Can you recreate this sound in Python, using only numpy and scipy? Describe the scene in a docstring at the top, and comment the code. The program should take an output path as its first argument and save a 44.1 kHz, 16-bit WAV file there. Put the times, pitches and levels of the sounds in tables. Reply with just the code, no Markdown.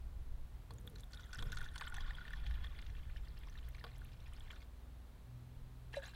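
"""Pouring into a plastic cup, outdoors

Close to the microphone, a dark liquid runs from a bottle into a small plastic cup on a bin lid.
The stream traps bubbles that ring the cup, splashing at first and quieter as it fills.
Then the cup is tipped into a jug of water, where a big air pocket closes with a plop.
A machine hums nearby and wind rumbles on the microphone."""
import sys
import numpy as np
from scipy import signal
from scipy.fft import rfft, irfft
from scipy.io import wavfile
from scipy.ndimage import uniform_filter1d

SR = 44100
rng = np.random.default_rng(int(sys.argv[2]) if len(sys.argv) > 2 else 0)


def wav_out(sig):
    """Save sig, one row per channel (or a flat mono array), as 16-bit PCM at SR to the path in sys.argv[1]."""
    wavfile.write(sys.argv[1], SR, np.round(np.clip(np.atleast_2d(sig).T, -1, 1) * 32767).astype(np.int16))


N = 271611
TIME = np.arange(N) / SR
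TOP_HZ = 15900
DEEP_S = 2.01  # from here the liquid is deep enough to cushion the stream

# How hard the stream churns the cup. Each row: time in seconds, relative level in dB.
FLOW = [(1.11, -18), (1.15, -13), (1.3, -13), (1.35, -8), (1.49, -8), (1.63, -3), (1.71, -13), (1.83, -2.5),
        (1.89, -7), (1.98, -2.5), (2.25, -6), (2.65, -4.5), (3.05, -14.5), (3.5, -13), (3.9, -9.5),
        (4.15, -13.5), (4.47, -7), (4.53, -2.5), (4.63, -14)]
def trickle(sputter_db=4.0, wake_db=-30.5, cushion_db=-10, cushion_s=0.11):
    """Close up, bubbles ring the cup between deep glugs and fine spray; all sputter with the stream."""
    large = evened(in_cup(swarm(max_per_s=1400, hz=1618, octaves=.445, cycles=2.44, uneven_db=3.5)))
    small = evened(in_cup(swarm(max_per_s=1400, hz=3400, octaves=.38, cycles=1, uneven_db=4)))
    spray = swarm(max_per_s=500, hz=7600, octaves=.55, cycles=1, uneven_db=5.5)
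    glugs = swarm(max_per_s=300, hz=874, octaves=.26, cycles=2.3, uneven_db=4)
    sputter = evened(gain_of(sputter_db * drift(70)))
    flow, pouring = level(FLOW), gate(FLOW[0][0], FLOW[-1][0])
    # each slap leaves a dying wake of bubbles
    wake = bursts([(s, 0, db + wake_db) for s, db, _, _ in SPLATS], attack_s=0.0012, release_s=0.039)
    cushion = gain_of(cushion_db * (1 + np.tanh((TIME - DEEP_S) / cushion_s)) / 2)
    glugs *= np.hypot(gain_of(-70) * flow ** 2.1 * pouring, gain_of(-9) * wake)
    large *= np.hypot(gain_of(-63) * flow, wake)
    small *= np.hypot(gain_of(-66) * flow ** 0.74 * pouring, gain_of(-26) * wake)
    spray *= np.hypot(gain_of(-71.5) * flow ** 0.44 * pouring, gain_of(3) * wake)
    return sputter * (glugs + large + small + cushion * spray)


def gurgle():
    """Rounder bubbles ring long enough to have a pitch; in deep liquid, fine ones crackle over them."""
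    large = evened(in_cup(swarm(max_per_s=320, hz=1550, octaves=.55, cycles=4, uneven_db=3)))
    fine = evened(in_cup(swarm(max_per_s=380, hz=3300, octaves=.42, cycles=2.2, uneven_db=3.5)))
    flow, deep = level(FLOW), gate(DEEP_S, FLOW[-1][0])
    return gain_of(-62) * flow * large + gain_of(-69) * flow ** .6 * deep * fine


# The stream breaks up most in mid-pour. Each row: time in seconds, share of bubbles that form.
CHURN = [(1.2, 0.76), (1.9, 0.77), (2.6, 1), (3.1, 0.58), (4.6, 0.6), (5.9, 0.95)]
def swarm(max_per_s, hz, octaves, cycles, uneven_db, count=9000):
    """A crowd of bubbles of random size and pitch, which the flow feeds at an even power."""
    gaps, sizes = rng.exponential(1, (2, count))
    detunes, rings = rng.standard_normal((2, count))
    times = np.cumsum(gaps) / max_per_s
    pitches = hz * 2 ** (octaves * detunes)
    formed = (rng.random(count) < np.interp(times, *np.transpose(CHURN))) & (times < N / SR)
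    out = np.zeros(N)
    for s, size, pitch, ring in np.transpose([times, sizes, pitches, rings])[formed]:
        if pitch < TOP_HZ:
            add(out, s, gain_of(uneven_db * min(size, 2.6)) * bubble(pitch, cycles * 2 ** (ring / 2)))
    power = abs(uniform_filter1d(out ** 2, size=SR // 12))
    return out / np.sqrt(power + 1e-9)


def bubble(hz, cycles):
    """A trapped bubble swells in a few cycles, rises a little in pitch and is cut short as it bursts."""
    swell_cycles = cycles + hz * 0.00052  # the tiniest bubbles ring for more cycles
    turns = np.arange(int(4 * swell_cycles / hz * SR) + 2) * hz / SR
    age = turns / swell_cycles
    envelope = age * np.exp((1 - age ** 2) / 2)
    return envelope * np.sin(2 * np.pi * turns * (1 + .004 * (age - 2)))


# The clearest bubbles at the microphone. Each row: start in seconds, peak level in dB, pitch in Hz.
BUBBLES = [(.784, -53, 6890), (0.875, -44, 3580), (0.959, -49.5, 4140), (1.034, -49, 3620),
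           (1.134, -48.5, 4500), (1.173, -49, 3700), (1.194, -52, 1400), (1.21, -57, 3600),
           (1.233, -53.5, 3600), (1.292, -56, 1410), (1.331, -44.5, 1570), (1.341, -47, 1480),
           (1.353, -45.5, 1610), (1.357, -48, 5300), (1.388, -43.5, 1570), (1.391, -43, 3180),
           (1.426, -43, 3410), (1.52, -47, 1390), (1.528, -38.5, 1580), (1.571, -43.5, 1390),
           (1.584, -50, 1520), (1.606, -45, 1720), (1.614, -41.5, 1500), (1.662, -44.5, 1650),
           (1.687, -48.5, 3700), (1.759, -41.5, 1500), (1.762, -50.5, 1020), (1.797, -46, 1780),
           (1.811, -42.5, 1140), (1.816, -44, 945), (1.822, -40, 1590), (1.838, -51, 3480),
           (1.87, -45, 1380), (1.875, -42.5, 3100), (1.9, -49, 1450), (1.922, -43, 1450), (1.935, -52, 860),
           (1.978, -51, 770), (1.966, -49, 1450), (1.967, -51.5, 6140), (1.983, -39, 1800),
           (2.107, -41, 1850), (2.15, -47.5, 3230), (2.183, -44.5, 1510), (2.213, -46, 1460),
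           (2.252, -45.5, 1850), (2.278, -50, 1790), (2.306, -45, 1610), (2.334, -40.5, 1770),
           (2.645, -43.5, 3400), (2.669, -48, 3400), (3.161, -52, 1760), (3.472, -55.5, 1070),
           (3.498, -55.5, 5960), (3.554, -51.5, 1800), (3.576, -52, 3820), (3.749, -49.5, 2260),
           (3.811, -51, 1880), (4.017, -51.5, 1520), (4.406, -50, 3340), (4.507, -46, 3170),
           (4.532, -54, 1520), (5.932, -52, 2810), (5.94, -45.5, 1720), (5.94, -48, 3050),
           (5.944, -39, 1900), (5.958, -50, 2670), (5.969, -50, 4040), (5.988, -53, 1590),
           (5.999, -52, 1590), (6.023, -47.5, 1700), (6.035, -49, 1770), (6.039, -48, 3530),
           (6.054, -49, 3660), (6.061, -50.5, 6600), (6.08, -53, 1690), (6.092, -61, 2640),
           (6.135, -54, 1620)]
def single_bubbles():
    """Single bubbles stand out of the trickle and ring the vessel."""
    out = np.zeros(N)
    for s, db, hz in BUBBLES:
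        add(out, s, gain_of(db) * in_vessel(bubble(hz, cycles=1.94), s))
    return out


# The stream breaks and slaps the liquid.
# Each row: start in seconds, peak level in dB, middle pitch in Hz, spread of the shower in seconds.
SPLATS = [(0.955, -55.5, 7030, 0.0035), (0.983, -55.5, 4700, 0.0027), (0.996, -54.5, 5640, .006),
          (1.132, -50, 5570, .004), (1.143, -50.5, 4640, 0.0039), (1.195, -57.5, 5370, 0.011),
          (1.33, -43.5, 6020, .005), (1.385, -45, 4840, .004), (1.424, -45, 6580, 0.0017),
          (1.519, -42.5, 5920, 0.0054), (1.57, -43.5, 5000, 0.0043), (1.585, -52, 6100, 0.0025),
          (1.607, -56, 7000, 0.0078), (1.757, -43.5, 3700, .003), (1.779, -42, 6280, 0.0046),
          (1.81, -42, 3070, 0.0034), (1.849, -50.5, 3550, .004), (1.872, -46, 2680, 0.0031),
          (1.943, -46.5, 3600, 0.0031), (2.005, -46.5, 4050, 0.0029), (2.28, -47.5, 2950, 0.0035),
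          (2.332, -46, 3170, .002), (2.464, -43.5, 3400, 0.0053), (2.509, -46.5, 2800, 0.003),
          (2.644, -45, 2060, 0.0028), (2.788, -45, 2630, 0.0029), (2.823, -50, 2920, .003),
          (2.863, -51.5, 3270, 0.0046), (2.95, -54, 2400, 0.0036), (3.167, -50.5, 3100, .004),
          (3.368, -56, 2550, 0.0047), (3.433, -51.5, 2290, 0.0042), (3.484, -52.5, 3320, .003),
          (3.585, -50.5, 3070, .004), (3.746, -54, 3550, 0.0021), (3.782, -53, 2470, 0.0057),
          (3.888, -55.5, 2340, .008), (4.381, -57, 3020, 0.0019), (4.503, -47, 2100, .003),
          (4.514, -52, 3150, .002), (4.561, -53, 2260, 0.0038), (4.617, -57, 2630, 0.0046),
          (6.151, -46.5, 4330, .0036)]
def splats():
    """Each slap throws a shower of droplets that rings the vessel."""
    out = np.zeros(N)
    for s, db, hz, spread_s in SPLATS:
        add(out, s, gain_of(db) * in_vessel(shower(hz, spread_s), s))
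    return out


def shower(hz, spread_s, octaves=0.435, count=30):
    """A quickly thinning shower of droplets around one pitch."""
    out = np.zeros(SR // 20)
    delays = spread_s * rng.exponential(1, count)
    pitches = hz * 2 ** (octaves * rng.standard_normal(count))
    for delay, pitch in zip(delays, pitches):
        if pitch < TOP_HZ:
            add(out, delay, np.exp(-delay / spread_s / 2) * bubble(pitch, cycles=1.44))
    return out


def splutters(hz=2500, octaves=0.64, rise_octaves_per_s=0.13, count=64):
    """Once the liquid is deep, lesser splutters come at random, finer as the cup fills."""
    out = np.zeros(N)
    for k, (jitter, detune) in enumerate(rng.uniform(-1.1, 1, (count, 2))):
        s = np.interp(k + jitter, [-1, count], [DEEP_S, FLOW[-1][0]])
        db = -57 + 0.037 * np.interp(s, *np.transpose(FLOW))
        pitch = hz * 2 ** (octaves * detune + rise_octaves_per_s * (s - DEEP_S))
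        add(out, s, gain_of(db) * in_vessel(shower(pitch, spread_s=.005, count=4), s))
    return out


def impacts(decay_s=0.0033):
    """Liquid striking liquid cracks briefly as it traps a bubble or throws a shower."""
    hits = [(s, db - 16) for s, db, _ in BUBBLES if s < GUSH[0][0]]
    hits += [(s, db - 10) for s, db, _, _ in SPLATS]
    out, t = np.zeros(N), np.arange(SR // 40) / SR
    grit = noise([(400, -8), (1400, 4.5), (4000, 0), (6000, -15), (15000, -14)])
    for s, db in hits:
        crack = np.roll(grit, -round(s * SR))[:len(t)] * np.exp(-t / decay_s)
        add(out, s, gain_of(db) * peaked(crack))
    return in_cup(out)


# Flung droplets. Each row: start in seconds, relative level in dB, pitch in Hz.
TICKS = [(.708, -54, 8600), (.737, -50.5, 9100), (.8, -53, 13500), (.811, -53, 9300), (0.87, -47, 12700),
         (.875, -53, 8040), (0.898, -51, 11400), (1.0067, -46.5, 8800), (1.041, -53, 11300),
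         (1.1214, -52, 6350), (1.347, -42.5, 6500), (1.373, -49, 6800), (1.404, -57, 11200),
         (1.44, -51, 12200), (1.549, -48, 6500), (1.558, -48, 7500), (1.613, -51, 10000),
         (1.628, -49, 7600), (1.648, -57, 7500), (1.657, -51, 5800), (1.758, -47, 9500), (1.811, -48, 8100),
         (1.899, -47.5, 9000), (1.942, -43, 9000), (2.154, -55, 9450), (2.305, -54, 9280),
         (3.3895, -52.5, 12000), (3.688, -46, 13300), (3.982, -52, 10900), (4.047, -50.5, 11700),
         (4.335, -50.5, 9000), (4.398, -51.5, 8120)]
def ticks(decay_s=0.0015, width_hz=4000):
    """A droplet on dry plastic gives a tiny bright crack around its own pitch."""
    out, t = np.zeros(N), np.arange(SR // 60) / SR
    for s, db, hz in TICKS:
        crack = rng.standard_normal(len(t)) * np.exp(-t / decay_s)
        add(out, s, gain_of(db) * peaked(resonate(resonate(crack, hz, width_hz), hz, width_hz)))
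    return gain_of(-3.5) * out


# The cup's resonances. Each row: pitch in Hz, width in Hz, gain in dB, fade in dB per second.
CUP_MODES = [(1090, 150, -1.5, 3.5), (1461, 150, 13.5, 20.5), (1752, 380, 7.5, 6), (3357, 370, 9, 12)]
def in_cup(x, s=TIME):
    """The cup colours a sound at time s, ringing less as the liquid rises."""
    filling_s = np.maximum(s - DEEP_S, 0)
    return x + sum(gain_of(db - fade * filling_s) * resonate(x, hz, width)
                   for hz, width, db, fade in CUP_MODES)


def in_vessel(x, s):
    """A short sound at time s rings the cup or, once the cup is tipped, the jug; peak 1."""
    x = np.pad(x, (0, SR // 25))
    return peaked(in_cup(x, s) if s < GUSH[0][0] else in_jug(x))


# Surges from the tipped cup. Each row: start in seconds, length in seconds, relative level in dB.
GUSH = [(5.922, 0.013, -56.5), (5.95, 0.016, -57), (6.016, 0.071, -58.5), (6.134, .04, -61)]
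def gush():
    """The cupful falls into the jug as a dense, lumpy splash; fine spatter flies above."""
    splash = swarm(max_per_s=2000, hz=2200, octaves=.7, cycles=1.6, uneven_db=3.5, count=14000)
    spray = swarm(max_per_s=1400, hz=6800, octaves=.6, cycles=.5, uneven_db=4)
    surges = bursts(GUSH, attack_s=0.016, release_s=0.024)
    return (evened(in_jug(splash)) + gain_of(-10.5) * spray) * surges


# The air in the jug. Each row: pitch in Hz, width in Hz, gain in dB.
JUG_MODES = [(542, 37, 3), (716, 85, 4), (894, 42, -9), (1665, 31, 13), (2690, 62, 9), (3550, 320, 1),
             (3960, 110, 14.5)]
def in_jug(x):
    """The jug's air column rings with each splash; its notes waver as the surface heaves."""
    heave = 1 + 0.014 * drift(40)[:len(x)]
    return x + sum(gain_of(db) * resonate(x, hz * heave, width) for hz, width, db in JUG_MODES)


def plop(s=5.9688, start_hz=635, glide_s=0.0071, swell_s=0.0012, hold_s=0.019, ring_s=0.033):
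    """A big air pocket closes and sinks onto the jug's lowest note, which rings on with a higher one."""
    out, t = np.zeros(N), np.arange(SR // 6) / SR
    low_hz, upper_hz = JUG_MODES[0][0], JUG_MODES[2][0]
    hz = low_hz + (start_hz - low_hz) * np.exp(-t / glide_s)
    tail = np.exp(-t / ring_s)
    body = (np.exp(-(t / hold_s) ** 2) + gain_of(-12) * tail) * np.sin(2 * np.pi * np.cumsum(hz) / SR)
    upper = gain_of(-22) * tail * np.sin(2 * np.pi * upper_hz * t)
    add(out, s, gain_of(-36.5) * (1 - np.exp(-t / swell_s)) * (body + upper))
    return out


# Cup and bin lid ring together. Each row: pitch in Hz, relative level in dB, seconds to fall 60 dB.
PLASTIC_MODES = [(160, -11, 0.057), (473, -10.5, 0.07), (727, -16, 0.13), (897, -6, 0.025),
                 (1034, -4.5, 0.054), (1142, -2.5, 0.06), (1530, 5.5, 0.014), (2450, -8, 0.035),
                 (3490, -6, 0.027), (3360, 3, 0.032), (4554, 4, 0.018)]
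# Plastic bumps on plastic. Each row: start in seconds, peak level in dB, brightness in Hz.
KNOCKS = [(0.707, -44, 1800), (0.941, -60, 220), (1.425, -43, 1300), (1.81, -41, 2200),
          (3.8406, -36.5, 3200), (3.8455, -41, 1000), (3.866, -47.5, 900), (4.627, -50.5, 4500),
          (5.939, -43, 700)]
def knocks(attack_s=0.00021, crack_s=0.0024):
    """Soft bumps wake only the low modes of the plastic, hard ones all of them, with a dry crack."""
    out, t = np.zeros(N), np.arange(SR // 5) / SR
    grit = noise([(100, -14), (500, 0.5), (1200, 8), (2200, -8), (4500, 6.5), (6000, -20), (15000, -1)])
    for s, db, bright_hz in KNOCKS:
        ring = np.zeros(len(t))
        for hz, mode_db, t60 in PLASTIC_MODES:
            envelope = gain_of(mode_db - 60 * t / t60) / (1 + (hz / bright_hz) ** 2)
            ring += envelope * np.sin(2 * np.pi * (hz * t + rng.random()))
        lowpass = signal.butter(1, bright_hz, fs=SR)
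        crack = signal.lfilter(*lowpass, grit[round(s * SR):][:len(t)]) * np.exp(-t / crack_s)
        knock = (evened(ring) + gain_of(-0.5) * evened(crack)) * (1 - np.exp(-t / attack_s))
        add(out, s, gain_of(db) * peaked(knock))
    return out


# The bottle's neck rubs on the cup. Each row: start in seconds, length in seconds, relative level in dB.
RUBS = [(.7, 0.019, -59.5), (.83, 0.11, -62), (1.37, 0.097, -58)]
def rub():
    """Dragging plastic scrapes softly in the lid's lowest modes; the stream drums faintly on them too."""
    scrape = noise([(50, -16.5), (105, 7), (165, -6.5), (260, -14.5), (480, -16), (800, -41), (3000, -51)])
    ring = sum(resonate(scrape, hz, 3 / t60) for hz, _, t60 in PLASTIC_MODES[:2])
    drive = bursts(RUBS, attack_s=0.022, release_s=0.089) + gain_of(-70) * level(FLOW)
    return gain_of(6) * evened(scrape + gain_of(-12.5) * ring) * drive


def echoes(x, t60=0.017, delay_s=.003):
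    """A short scatter of echoes reaches the microphone from the containers and the house wall."""
    t = np.arange(SR // 5) / SR
    taps = rng.standard_normal(len(t)) * (rng.random(len(t)) < .06)
    taps *= (t > delay_s) * gain_of(-60 * t / t60)
    return signal.fftconvolve(x, taps / np.linalg.norm(taps))[:N]


# The machine's steady tones. Each row: pitch in Hz, rms level in dB.
HUM = [(40, -60.5), (59.6, -57), (80.6, -65), (141, -79), (165, -76)]
# Its drone. Each row: time in seconds, rms level in dB of the low tone, then of the one an octave up.
DRONE = [(0, -74, -81), (.6, -61, -83), (2.2, -73, -80.5), (2.9, -69, -78), (4.2, -61, -101),
         (4.7, -78, -74.5), (5.1, -73, -73.5), (5.35, -57, -76.5), (5.55, -68.5, -70.5), (5.7, -57.5, -75),
         (6.16, -55, -75.5)]
def machine():
    """A machine nearby hums steadily under a drone that swells and fades."""
    hum = sum(gain_of(db) * tone(hz) for hz, db in HUM)
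    return hum + tone(122, waver_db=3.5) * level(DRONE) + tone(246) * level(DRONE, column=2)


def tone(hz, waver_hz=0.63, waver_db=2.03):
    """One gently wavering tone of the machine, rms 1."""
    turns = np.cumsum(hz + waver_hz * drift(3.047)) / SR + rng.random()
    return evened(np.sin(2 * np.pi * turns) * gain_of(waver_db * drift(5)))


# Spectra of slow gusts and of quicker eddies. Each row: frequency in Hz, relative level in dB.
GUST_SPECTRUM = [(5, -5), (15, 5.5), (28, 2), (42, -12), (70, -28), (150, -25), (400, -59), (3000, -110)]
EDDY_SPECTRUM = [(10, -24), (32, -2.5), (52, 4), (72, -4.5), (100, -13.5), (170, -30.5), (300, -46.5),
                 (800, -69), (3000, -110)]
# Wind at the microphone. Each row: time in seconds, level in dB, share of eddies from 0 to 1.
WIND = [(0, -50, 0.26), (.22, -44, 0.68), (0.449, -47, 0), (.6, -56.5, 1), (1.28, -56.5, 0.95),
        (1.42, -42.5, 0.12), (1.65, -43.5, 0.01), (1.9, -47.5, 0.4), (2.05, -38.5, 0.09),
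        (2.25, -51.5, 0.5), (2.4, -39.5, 0.35), (2.55, -38.5, 0.64), (2.7, -47.5, 0.28),
        (2.97, -42.5, 0.64), (3.7, -53.5, 0.73), (4.5, -50, 0.47), (4.75, -78, 0.4), (6.16, -64, 0.4)]
# One lone puff of air. Its row: start in seconds, length in seconds, level in dB.
PUFF = [(5.56, 0.055, -44)]
def wind():
    """Gusts and eddies rumble right on the microphone."""
    times, _, shares = np.transpose(WIND)
    share = np.interp(TIME, times, shares)
    rumble = np.sqrt(1 - share) * noise(GUST_SPECTRUM) + np.sqrt(share) * noise(EDDY_SPECTRUM)
    puff = noise(GUST_SPECTRUM) * bursts(PUFF, attack_s=0.025, release_s=0.034)
    return rumble * level(WIND) + puff


# The outdoor background. Each row: frequency in Hz, relative level in dB.
AIR_SPECTRUM = [(20, -3), (110, 1), (190, -7), (300, -12), (450, -14.5), (800, -16.5), (1500, -21),
                (2500, -26), (4000, -27), (5000, -32.5), (7000, -34.5), (15500, -34.5)]
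def open_air():
    """A steady hiss from far off."""
    return gain_of(-62.5) * noise(AIR_SPECTRUM)


def gain_of(db):
    """Decibels to amplitude."""
    return 10 ** (np.asarray(db) / 20)


def evened(x):
    """Scales to rms 1."""
    return x / np.sqrt(np.mean(x ** 2) + 1e-20)


def peaked(x):
    """Scales to peak 1."""
    return x / abs(x).max()


def level(rows, column=1):
    """Gain over time from one dB column of a curve, fading quickly beyond its ends."""
    rows = np.array(rows)
    beyond_s = abs(TIME - np.clip(TIME, rows[0, 0], rows[-1, 0]))
    return gain_of(np.interp(TIME, rows[:, 0], rows[:, column])) * np.exp(-beyond_s / .02)


def gate(start_s, end_s):
    """Gain 1 between two times, fading quickly outside them."""
    return level([(start_s, 0), (end_s, 0)])


def bursts(rows, attack_s, release_s):
    """Gain over time for sounds that each rise, hold and die away."""
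    return sum(gain_of(db) * np.clip((TIME - s) / attack_s, 0, 1)
               * np.exp(-np.maximum(TIME - s - length, 0) / release_s) for s, length, db in rows)


def add(mix, s, sound):
    """Mixes a sound in at s seconds."""
    part = mix[max(round(s * SR), 0):][:len(sound)]
    part += sound[:len(part)]


def noise(spectrum):
    """Noise of rms 1 shaped by (Hz, dB) points."""
    hz, db = np.transpose(spectrum)
    shape_db = np.interp(np.log(np.fft.rfftfreq(N, 1 / SR) + 1), np.log(hz + 1), db)
    return evened(irfft(rfft(rng.standard_normal(N)) * gain_of(shape_db), N))


def drift(top_hz):
    """A slow random wander of rms about 1."""
    t = np.linspace(0, N / SR, 1500)
    rates = np.geomspace(top_hz / 10, top_hz, 20)
    wander = sum(np.sin(2 * np.pi * (hz * t + rng.random())) / np.sqrt(hz) for hz in rates)
    return np.interp(TIME, t, evened(wander))


def resonate(x, hz, width_hz):
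    """A resonance of gain 1 whose pitch may move."""
    turn = np.exp(2j * np.pi * np.cumsum(hz * np.ones(len(x))) / SR)
    pole = np.exp(-np.pi * width_hz / SR)
    return 2 * (turn * signal.lfilter([1 - pole], [1, -pole], x / turn + 1e-18)).real


def scene():
    """One microphone: the pour and its echoes in front, the outdoor background around it."""
    background = machine() + wind() + open_air()
    pour = trickle() + gurgle() + single_bubbles() + splutters() + splats() + impacts() + ticks()
    foreground = pour + knocks() + rub() + gush() + plop()
    return (background + foreground + gain_of(-9.5) * echoes(foreground))[None]


def record(dry):
    """A steep low-pass cuts the treble above TOP_HZ."""
    lowpass = signal.firwin(511, TOP_HZ, window=("kaiser", 9), fs=SR)
    return signal.oaconvolve(dry, lowpass[None], "same")


dry = scene()
out = record(dry)
wav_out(out)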